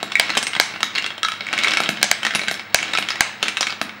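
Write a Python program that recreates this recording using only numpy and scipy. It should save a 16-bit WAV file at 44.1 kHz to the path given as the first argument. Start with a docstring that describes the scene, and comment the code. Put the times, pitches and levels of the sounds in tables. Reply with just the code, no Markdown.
"""A wheel of plastic toy bricks snaps and clatters as a motor turns it on a table in a small, lively room.
Six hard snaps of its frame overload the close microphone. Small balls clack against the bricks, roll,
bounce in a pocket and knock on a hollow part, and the housing thuds: each impact excites the damped
modes of the part it strikes. The motor whirrs faintly underneath, with a thin electrical whine above."""
import sys
import numpy as np
from scipy import signal
from scipy.fft import rfft, irfft
from scipy.io import wavfile

SR = 44100
rng = np.random.default_rng(int(sys.argv[2]) if len(sys.argv) > 2 else 0)


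def store_wav(level_fs):
    """Save 16-bit WAV to argv[1]."""
    pcm = np.round(np.clip(np.atleast_2d(level_fs), -1, 1) * 32767)
    wavfile.write(sys.argv[1], SR, pcm.T.astype(np.int16))


N = 176400
AGE = np.arange(SR // 4) / SR  # seconds since an impact

# Snaps of the frame. Each row: start in seconds, level in dB.
SNAPS = [(0.1974, -4), (0.599, -2), (2.029, -4.5), (2.114, -6.5), (2.7453, -4), (3.2075, -4)]
# Balls clacking on bricks, plus one bright early echo of a snap at 2.0416 s.
# Each row: start in seconds, level in dB, ring frequency in Hz, relative thump in dB,
# relative tick in dB. The three offsets below add to these levels.
CLACKS = [(0.1197, -24.5, 3480, -27, -7), (0.2946, -22.5, 1990, 0, -7), (0.303, -21, 4150, -2, -8.5),
          (0.3517, -24.5, 1580, -25, -6), (0.3704, -18, 2430, 7, -2), (0.3755, -18, 3090, -5, 5.5),
          (0.4276, -26, 1606, 5, 7.5), (0.4684, -21.5, 2140, -19, 3), (0.5335, -24, 2850, -6, -14),
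          (0.5513, -23, 3300, -7, -8), (0.564, -22, 2060, 3, -11), (0.7383, -32, 2230, 6, -20),
          (0.7597, -31, 2760, 5, -19), (0.8056, -28.5, 2760, 4, -5), (0.952, -25, 4480, -28, -8),
          (0.9573, -21.5, 4170, -23, -26), (0.964, -25, 3250, -21, -21), (0.9788, -24, 2790, -21, -20),
          (0.9824, -18.5, 2800, -34, -7.5), (1.0233, -29, 2750, -4, -8), (1.043, -22.5, 3300, -3.5, -22),
          (1.0627, -22.5, 2760, -2, -6), (1.1045, -29, 3280, -1.5, -24), (1.18, -31.5, 3200, 4.5, -7.5),
          (1.4072, -24.5, 2230, -5.5, -23), (1.5291, -20, 2130, -5, -4.5), (1.5361, -21.5, 3300, 2.5, -13),
          (1.588, -21, 3460, -22, -3.5), (1.5995, -35, 2200, -9, -10), (1.611, -29, 2900, -2, -16),
          (1.629, -26, 2200, -10, -12), (1.6356, -19.5, 3930, -22, -0.5), (1.663, -32, 2530, -13, -9),
          (1.672, -19.5, 2180, -23, -13), (1.6826, -18.5, 3460, -33, -6), (1.7089, -25.5, 4640, 1, -1),
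          (1.718, -20, 2600, -20, -31), (1.7357, -18, 2320, -22, -3.5), (1.7712, -15, 2200, -13, -5),
          (1.8357, -23, 3880, -23, -3.5), (1.8597, -23, 3170, -17, -23), (1.9718, -29, 2980, -1, -18),
          (2.0146, -30, 4220, 5, -6), (2.0416, -32, 6700, 15, 14.5), (2.2313, -22, 3100, -13, -8),
          (2.2503, -17.5, 1865, -6, -3.5), (2.2665, -18, 1830, 0, -8), (2.3077, -23.5, 1980, -12, -24),
          (2.3377, -27.5, 2070, -3, -10), (2.3557, -20.5, 2340, 1.5, 3), (2.416, -26, 4070, 3.5, -13),
          (2.4349, -29.5, 2560, 0, -3), (2.4753, -28.5, 2400, -1, -21), (2.483, -17.5, 1584, -21, -3.5),
          (2.5412, -30, 5220, -13, 2), (2.5951, -29, 2220, -2, -10), (2.9353, -19.5, 3700, -13, -7.5),
          (2.9512, -18.5, 1320, -24, -14), (2.9736, -18, 2480, -22, -8), (3.0252, -24, 2980, -12, -10),
          (3.087, -21.5, 3170, -25, -3), (3.1048, -21, 5040, -21, -11), (3.1184, -28, 4470, -21, -24),
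          (3.1564, -27.5, 1920, -1, -8), (3.428, -16, 3560, -2, -3), (3.4825, -18.5, 2320, -23, -3.5),
          (3.5703, -18.5, 2600, -18, -6), (3.6087, -19.5, 5220, 3, 2.5), (3.6215, -27, 5760, -25, -4),
          (3.6289, -19, 3820, -32, -7), (3.6687, -20, 2280, -7, -5.5), (3.6967, -28, 2600, -4, -14),
          (3.7044, -27.5, 4860, -18, -10), (3.7243, -28, 3900, 0.5, -23), (3.8937, -32.5, 2230, -18, -26)]
CLACK_DB, THUMP_DB, TICK_DB = 2.5, -10.5, -8
# Knocks on the hollow part, bounces in the pocket. Each row: start in seconds, level in dB,
# relative tick in dB.
KNOCKS = [(0.1543, -8.5, -18.5), (1.4679, -23.5, -16), (1.487, -23, -22), (1.5781, -16.5, -13.5),
          (1.6451, -12, -17), (2.3932, -17.5, -12.5), (2.788, -18.5, -18), (2.8285, -18.5, -11.5)]
BOUNCES = [(1.2311, -14.5, -11.5), (1.2486, -14, -20), (1.285, -17.5, -14), (1.3191, -23, -13.5),
           (1.338, -28.5, -21)]
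# Jolts of the wheel against its housing. Each row: start in seconds, level in dB, relative boom in dB,
# relative hiss in dB. The offset below adds to the hiss.
JOLTS = [(0.029, -21, -2.5, -11), (0.8303, -11.5, -14, -17), (1.8026, -16.5, -5, -11),
         (1.8904, -14.5, -5.5, -9), (2.3494, -15, -9, -12), (2.512, -19.5, -5, -4), (2.9853, -18, -7, -8),
         (3.8143, -17, -6.5, -9)]
HISS_DB = -13
# Pings of a small stiff piece. Each row: start in seconds, level in dB, centre frequency in Hz.
PINGS = [(0.43, -28.5, 8560), (0.476, -29, 8500), (2.35, -26.5, 9850), (3.608, -26, 5770)]
# Envelope of the rolling balls. Each row: time in seconds, level in dB.
ROLLING_LEVEL = [(0, -36), (.14, -39.5), (.33, -29.5), (.5, -39), (.7, -38.5), (.92, -43), (.97, -34),
                 (1.15, -53), (1.48, -37), (1.55, -29.5), (1.68, -25), (1.8, -29), (1.96, -36.5),
                 (2.35, -37.5), (2.52, -36.5), (2.68, -46.5), (2.84, -29), (3.0, -35), (3.2, -36),
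                 (3.38, -46), (3.46, -26.5), (3.54, -45), (3.66, -52), (3.8, -44.5), (3.95, -47.5)]

# Normal modes of each part. Each row: frequency in Hz, relative level in dB, 60 dB decay time in seconds.
FRAME_MODES = [(730, -3, 0.011), (1045, -8, 0.0061), (1630, -1, 0.013), (2210, 4.5, 0.0073),
               (3025, 9.5, 0.0026), (4073, -1, 0.0086), (4740, -3, 0.011), (5440, -13, 0.0079),
               (6170, 2.5, 0.0024), (7540, -3, 0.0018)]
BRICK_MODES = [(1320, -5, 0.02), (1514, 1.5, 0.0094), (1790, 0, 0.0092), (2205, 5, 0.0061),
               (2187, -9, 0.036), (2670, -1.5, 0.018), (3150, 9, 0.0035), (3846, -3, 0.021),
               (4400, -5, 0.012), (5200, -3, 0.0063)]
BASE_MODES = [(105, -35.5, 0.073), (210, -12.5, 0.072), (223, -21, 0.067), (329, -5.5, 0.037),
              (423, -20, 0.092), (565, -12, 0.052), (707, 0, 0.029), (778, 2.5, 0.018), (1130, 4, 0.01)]
HOLLOW_MODES = [(1540, -16, 0.04), (1910, -18.5, 0.15), (2232, 2.5, 0.022), (2170, -31, 0.2),
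                (2650, -4, 0.0071)]
POCKET_MODES = [(1240, -7, 0.035), (1293, 5, 0.033), (1426, -2, 0.058), (1640, 4.5, 0.025),
                (2170, 1.5, 0.018), (2710, -4, 0.03), (3250, 6, 0.013), (3860, 0.5, 0.038),
                (5620, 2, 0.0087)]
HOUSING_MODES = [(218, -8.5, 0.043), (320, -5.5, 0.027), (717, 3.5, 0.02)]
BRICK_BAND_HZ = (630, 8600)

# Tones of the motor. Each row: frequency in Hz, level in dB.
MOTOR_TONES = [(99, -55), (120, -61), (199, -56.5), (226, -57.5)]
# Spectrum of the gear noise. Each row: frequency in Hz, relative spectral density in dB.
GEAR_SPECTRUM = [(80, 7), (400, 4.5), (2000, 9.5), (4000, -29), (12000, -48)]
# Reverberation time of the room. Each row: frequency in Hz, 60 dB decay time in seconds.
ROOM_T60 = [(150, 0.72), (500, 0.41), (2000, 0.57), (5500, 0.4), (9000, 0.32), (15000, 0.68)]
# Colour of the reverberation. Each row: frequency in Hz, relative level in dB.
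ROOM_COLOUR = [(60, -25), (200, 6), (500, -2), (1000, -1), (2000, 0.5), (5000, 0.5), (8000, 3.5),
               (12000, 1), (16000, -8.5)]
# Early reflections. Each row: delay in seconds, gain in dB.
REFLECTIONS = [(0.0046, -17), (0.012, -16), (0.0139, -15.5)]


def snaps():
    """Sudden release: the frame catches, snaps free and rings, with little bass."""
    out = np.zeros(N)
    for start, db in SNAPS:
        joint_chatter = from_db(-2) * tick(decay_s=0.00066, low_hz=640, high_hz=7070)
        frame = strike(FRAME_MODES, spread_db=2)
        crack = from_db(-23) * tick(decay_s=0.00027)
        add(out, start, from_db(db) * (frame + joint_chatter + crack))
    return signal.sosfilt(signal.butter(3, 560, "high", fs=SR, output="sos"), out)


def clacks():
    """Inelastic impact: a ball rings a part and its bricks, thumps the base and rebounds twice, weaker.
    One bright clack stands for an early echo of a snap."""
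    out = np.zeros(N)
    ring_cycles, rebound_s, rebound_db = 53, 0.005, -5.5
    for start, db, hz, thump_db, tick_db in CLACKS:
        part = from_db(-1.5) * unit_onset(ring(hz, t60=ring_cycles / hz))
        body = unit_onset(brick_knock(spread_db=4) + part)
        thump = from_db(thump_db + THUMP_DB) * strike(BASE_MODES, spread_db=3)
        tick_gain = from_db(tick_db + TICK_DB)
        add(out, start, from_db(db + CLACK_DB) * (body + thump + tick_gain * tick()))
        lags = np.cumsum(rebound_s * rng.uniform(0.5, 1, size=2))
        for k, lag in enumerate(lags, 1):
            rebound = brick_knock(spread_db=-0.5) + tick_gain * tick()
            add(out, start + lag, from_db(db + k * rebound_db) * rebound)
    return out


def brick_knock(spread_db):
    """Band-limited radiation: small bricks give little bass, and a soft contact little far treble."""
    return unit_onset(band(strike(BRICK_MODES, spread_db), *BRICK_BAND_HZ))


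def ringing_hits(hits, modes, bricks_db):
    """Resonance: a ball excites the same modes of one part at each hit and shakes the bricks round it."""
    out = np.zeros(N)
    for start, db, tick_db in hits:
        part = strike(modes, spread_db=1.5)
        bricks = from_db(bricks_db) * strike(BRICK_MODES, spread_db=5.5)
        body = band(unit_onset(part + bricks), *BRICK_BAND_HZ)
        add(out, start, from_db(db) * (body + from_db(tick_db) * tick()))
    return out


def jolts():
    """Impact excitation: the hollow housing booms under a brick knock.
    Each jolt ends in a brief, bright hiss, like a tick echoing round the room."""
    knocks, hisses = np.zeros((2, N))
    for start, db, boom_db, hiss_db in JOLTS:
        bricks = brick_knock(spread_db=3.5)
        boom = from_db(boom_db) * strike(HOUSING_MODES, spread_db=1.5)
        add(knocks, start, from_db(db) * (bricks + boom + from_db(-10.5) * tick()))
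        hiss = tick(decay_s=0.023, low_hz=7800, high_hz=12900)
        add(hisses, start, from_db(db + hiss_db + HISS_DB) * hiss)
    return knocks + room(knocks) + hisses


def pings():
    """Beating: a small stiff piece rings in four closely spaced modes."""
    out = np.zeros(N)
    detune, t60 = 0.0165, 0.059
    for start, db, hz in PINGS:
        cluster = [(hz * (1 + detune * k), 0, t60) for k in np.linspace(-1, 1, 4)]
        add(out, start, from_db(db) * strike(cluster, spread_db=3))
    return out


def rolling():
    """Shot noise: balls bump over studs and seams, and the random impulses drive the bricks and base."""
    contacts_per_s, spread_db = 1100, 4.5
    contacts = rng.random(N) < contacts_per_s / SR
    impulses = contacts * from_db(spread_db * np.minimum(rng.exponential(1, N), 2.5))

    def shaken(responses):
        """Convolution: every contact excites each impulse response with a random weight."""
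        return unit_rms(sum(signal.oaconvolve(impulses * rng.uniform(-0.95, 1, N), response)[:N]
                            for response in responses))

    bricks = shaken([from_db(db) * ring(hz, t60) for hz, db, t60 in BRICK_MODES])
    base = shaken([from_db(db) * ring(hz, t60) for hz, db, t60 in BASE_MODES])
    ticks = from_db(-23) * shaken([tick() for _ in range(3)])
    rumble = from_db(-10) * unit_rms(band(base, low_hz=121, high_hz=630))
    envelope = from_db(np.interp(np.arange(N) / SR, *np.transpose(ROLLING_LEVEL)))
    return envelope * (band(bricks, *BRICK_BAND_HZ) + rumble + ticks)


def motor():
    """Frequency modulation: the motor's low tones waver with the load, over soft gear noise."""
    wobble = np.interp(np.arange(N), np.linspace(0, N, 60), rng.standard_normal(60))
    phase_per_hz = 2 * np.pi * np.cumsum(1 + 0.0067 * wobble) / SR
    hum = sum(np.sqrt(2) * from_db(db) * np.sin(hz * phase_per_hz) for hz, db in MOTOR_TONES)
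    gear_colour = from_db(at_hz(GEAR_SPECTRUM, np.fft.rfftfreq(N, 1 / SR)))
    gears = irfft(rfft(rng.standard_normal(N)) * gear_colour, N)
    return hum + from_db(-41.5) * unit_rms(gears)


def whine(hz=15620, rms_db=-57.5):
    """Simple harmonic motion: a faint electrical whine at one steady frequency."""
    return np.sqrt(2) * from_db(rms_db) * np.sin(2 * np.pi * hz * np.arange(N) / SR)


def room(x):
    """Reverberation: early reflections and a diffuse tail that decays exponentially in each band."""
    t = np.arange(SR * 3 // 4) / SR
    edges_hz = np.geomspace(60, 18000, 13)
    build_s, tail_db = 0.001, -5
    tail = 0
    for low, high in zip(edges_hz, edges_hz[1:]):
        hz = np.sqrt(low * high)
        decay = np.exp(-np.log(1000) * t / at_hz(ROOM_T60, hz))
        tail += from_db(at_hz(ROOM_COLOUR, hz)) * band(rng.standard_normal(len(t)), low, high) * decay
    tail *= 1 - np.exp(-t / build_s)
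    tail *= from_db(tail_db) / np.sqrt(2 * np.sum(tail ** 2))  # relative to half the direct energy
    for delay, db in REFLECTIONS:
        tail[int(delay * SR)] += from_db(db)
    return signal.fftconvolve(x, tail)[:N]


def strike(modes, spread_db, travel_s=0.000904):
    """Modal superposition: a blow starts each mode with its own strength, sign and travel time."""
    gains = from_db(spread_db * rng.standard_normal(len(modes))) * rng.choice([-1, 1], len(modes))
    return unit_onset(sum(gain * from_db(db) * ring(hz, t60, travel_s * rng.random())
                          for gain, (hz, db, t60) in zip(gains, modes)))


def ring(hz, t60, delay_s=0):
    """Damped oscillation: a sine that falls 60 dB in t60 seconds."""
    age = np.maximum(AGE - delay_s, 0)
    return np.sin(2 * np.pi * hz * age) * np.exp(-np.log(1000) * age / t60)


def tick(decay_s=0.0018, low_hz=4170, high_hz=7840):
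    """Broadband transient: a hard contact gives a brief, decaying burst of noise."""
    burst = rng.standard_normal(len(AGE)) * np.exp(-AGE / decay_s)
    return unit_onset(band(burst, low_hz, high_hz))


def from_db(db):
    """Convert decibels to an amplitude ratio."""
    return 10 ** (np.asarray(db) / 20)


def unit_rms(x):
    """Normalise to rms 1."""
    return x / np.sqrt(np.mean(x ** 2) + 1e-20)


def unit_onset(x):
    """Normalise a hit to rms 1 over its first 6 ms."""
    return x / np.sqrt(np.mean(x[:265] ** 2) + 1e-20)


def at_hz(points, hz):
    """Interpolate a table on a log-frequency axis."""
    frequencies, values = np.transpose(points)
    return np.interp(np.log(hz + 1e-3), np.log(frequencies), values)


def band(x, low_hz, high_hz):
    """Apply a Butterworth band-pass."""
    return signal.sosfilt(signal.butter(2, [low_hz, high_hz], "band", fs=SR, output="sos"), x)


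def add(out, start, x):
    """Superpose x on out from start, in seconds."""
    i = int(start * SR)
    out[i:i + len(x)] += x[:max(N - i, 0)]


def scene():
    """Superposition of direct and reflected sound; the frame radiates into the room from three sides."""
    snap_reverb = from_db(-9.5) * sum(room(band(snaps(), low_hz=300, high_hz=7560)) for _ in range(3))
    balls = [clacks() + pings(),
             rolling(),
             ringing_hits(KNOCKS, HOLLOW_MODES, bricks_db=-15)
             + ringing_hits(BOUNCES, POCKET_MODES, bricks_db=-1.5)]
    frame = snaps() + snap_reverb
    clatter = sum(layer + room(layer) for layer in balls)
    return (frame + clatter + jolts() + motor() + whine())[None]


def record(dry):
    """Saturation: the band-limited microphone clips the snaps flat, and a low-pass cuts the top."""
    thin = signal.sosfilt(signal.butter(4, [104.4, 15300], "band", fs=SR, output="sos"), dry)
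    clipped = np.clip(thin, -1, 1)
    return signal.sosfilt(signal.cheby2(12, 60, 17500, fs=SR, output="sos"), clipped)


dry = scene()
out = record(dry)
store_wav(out)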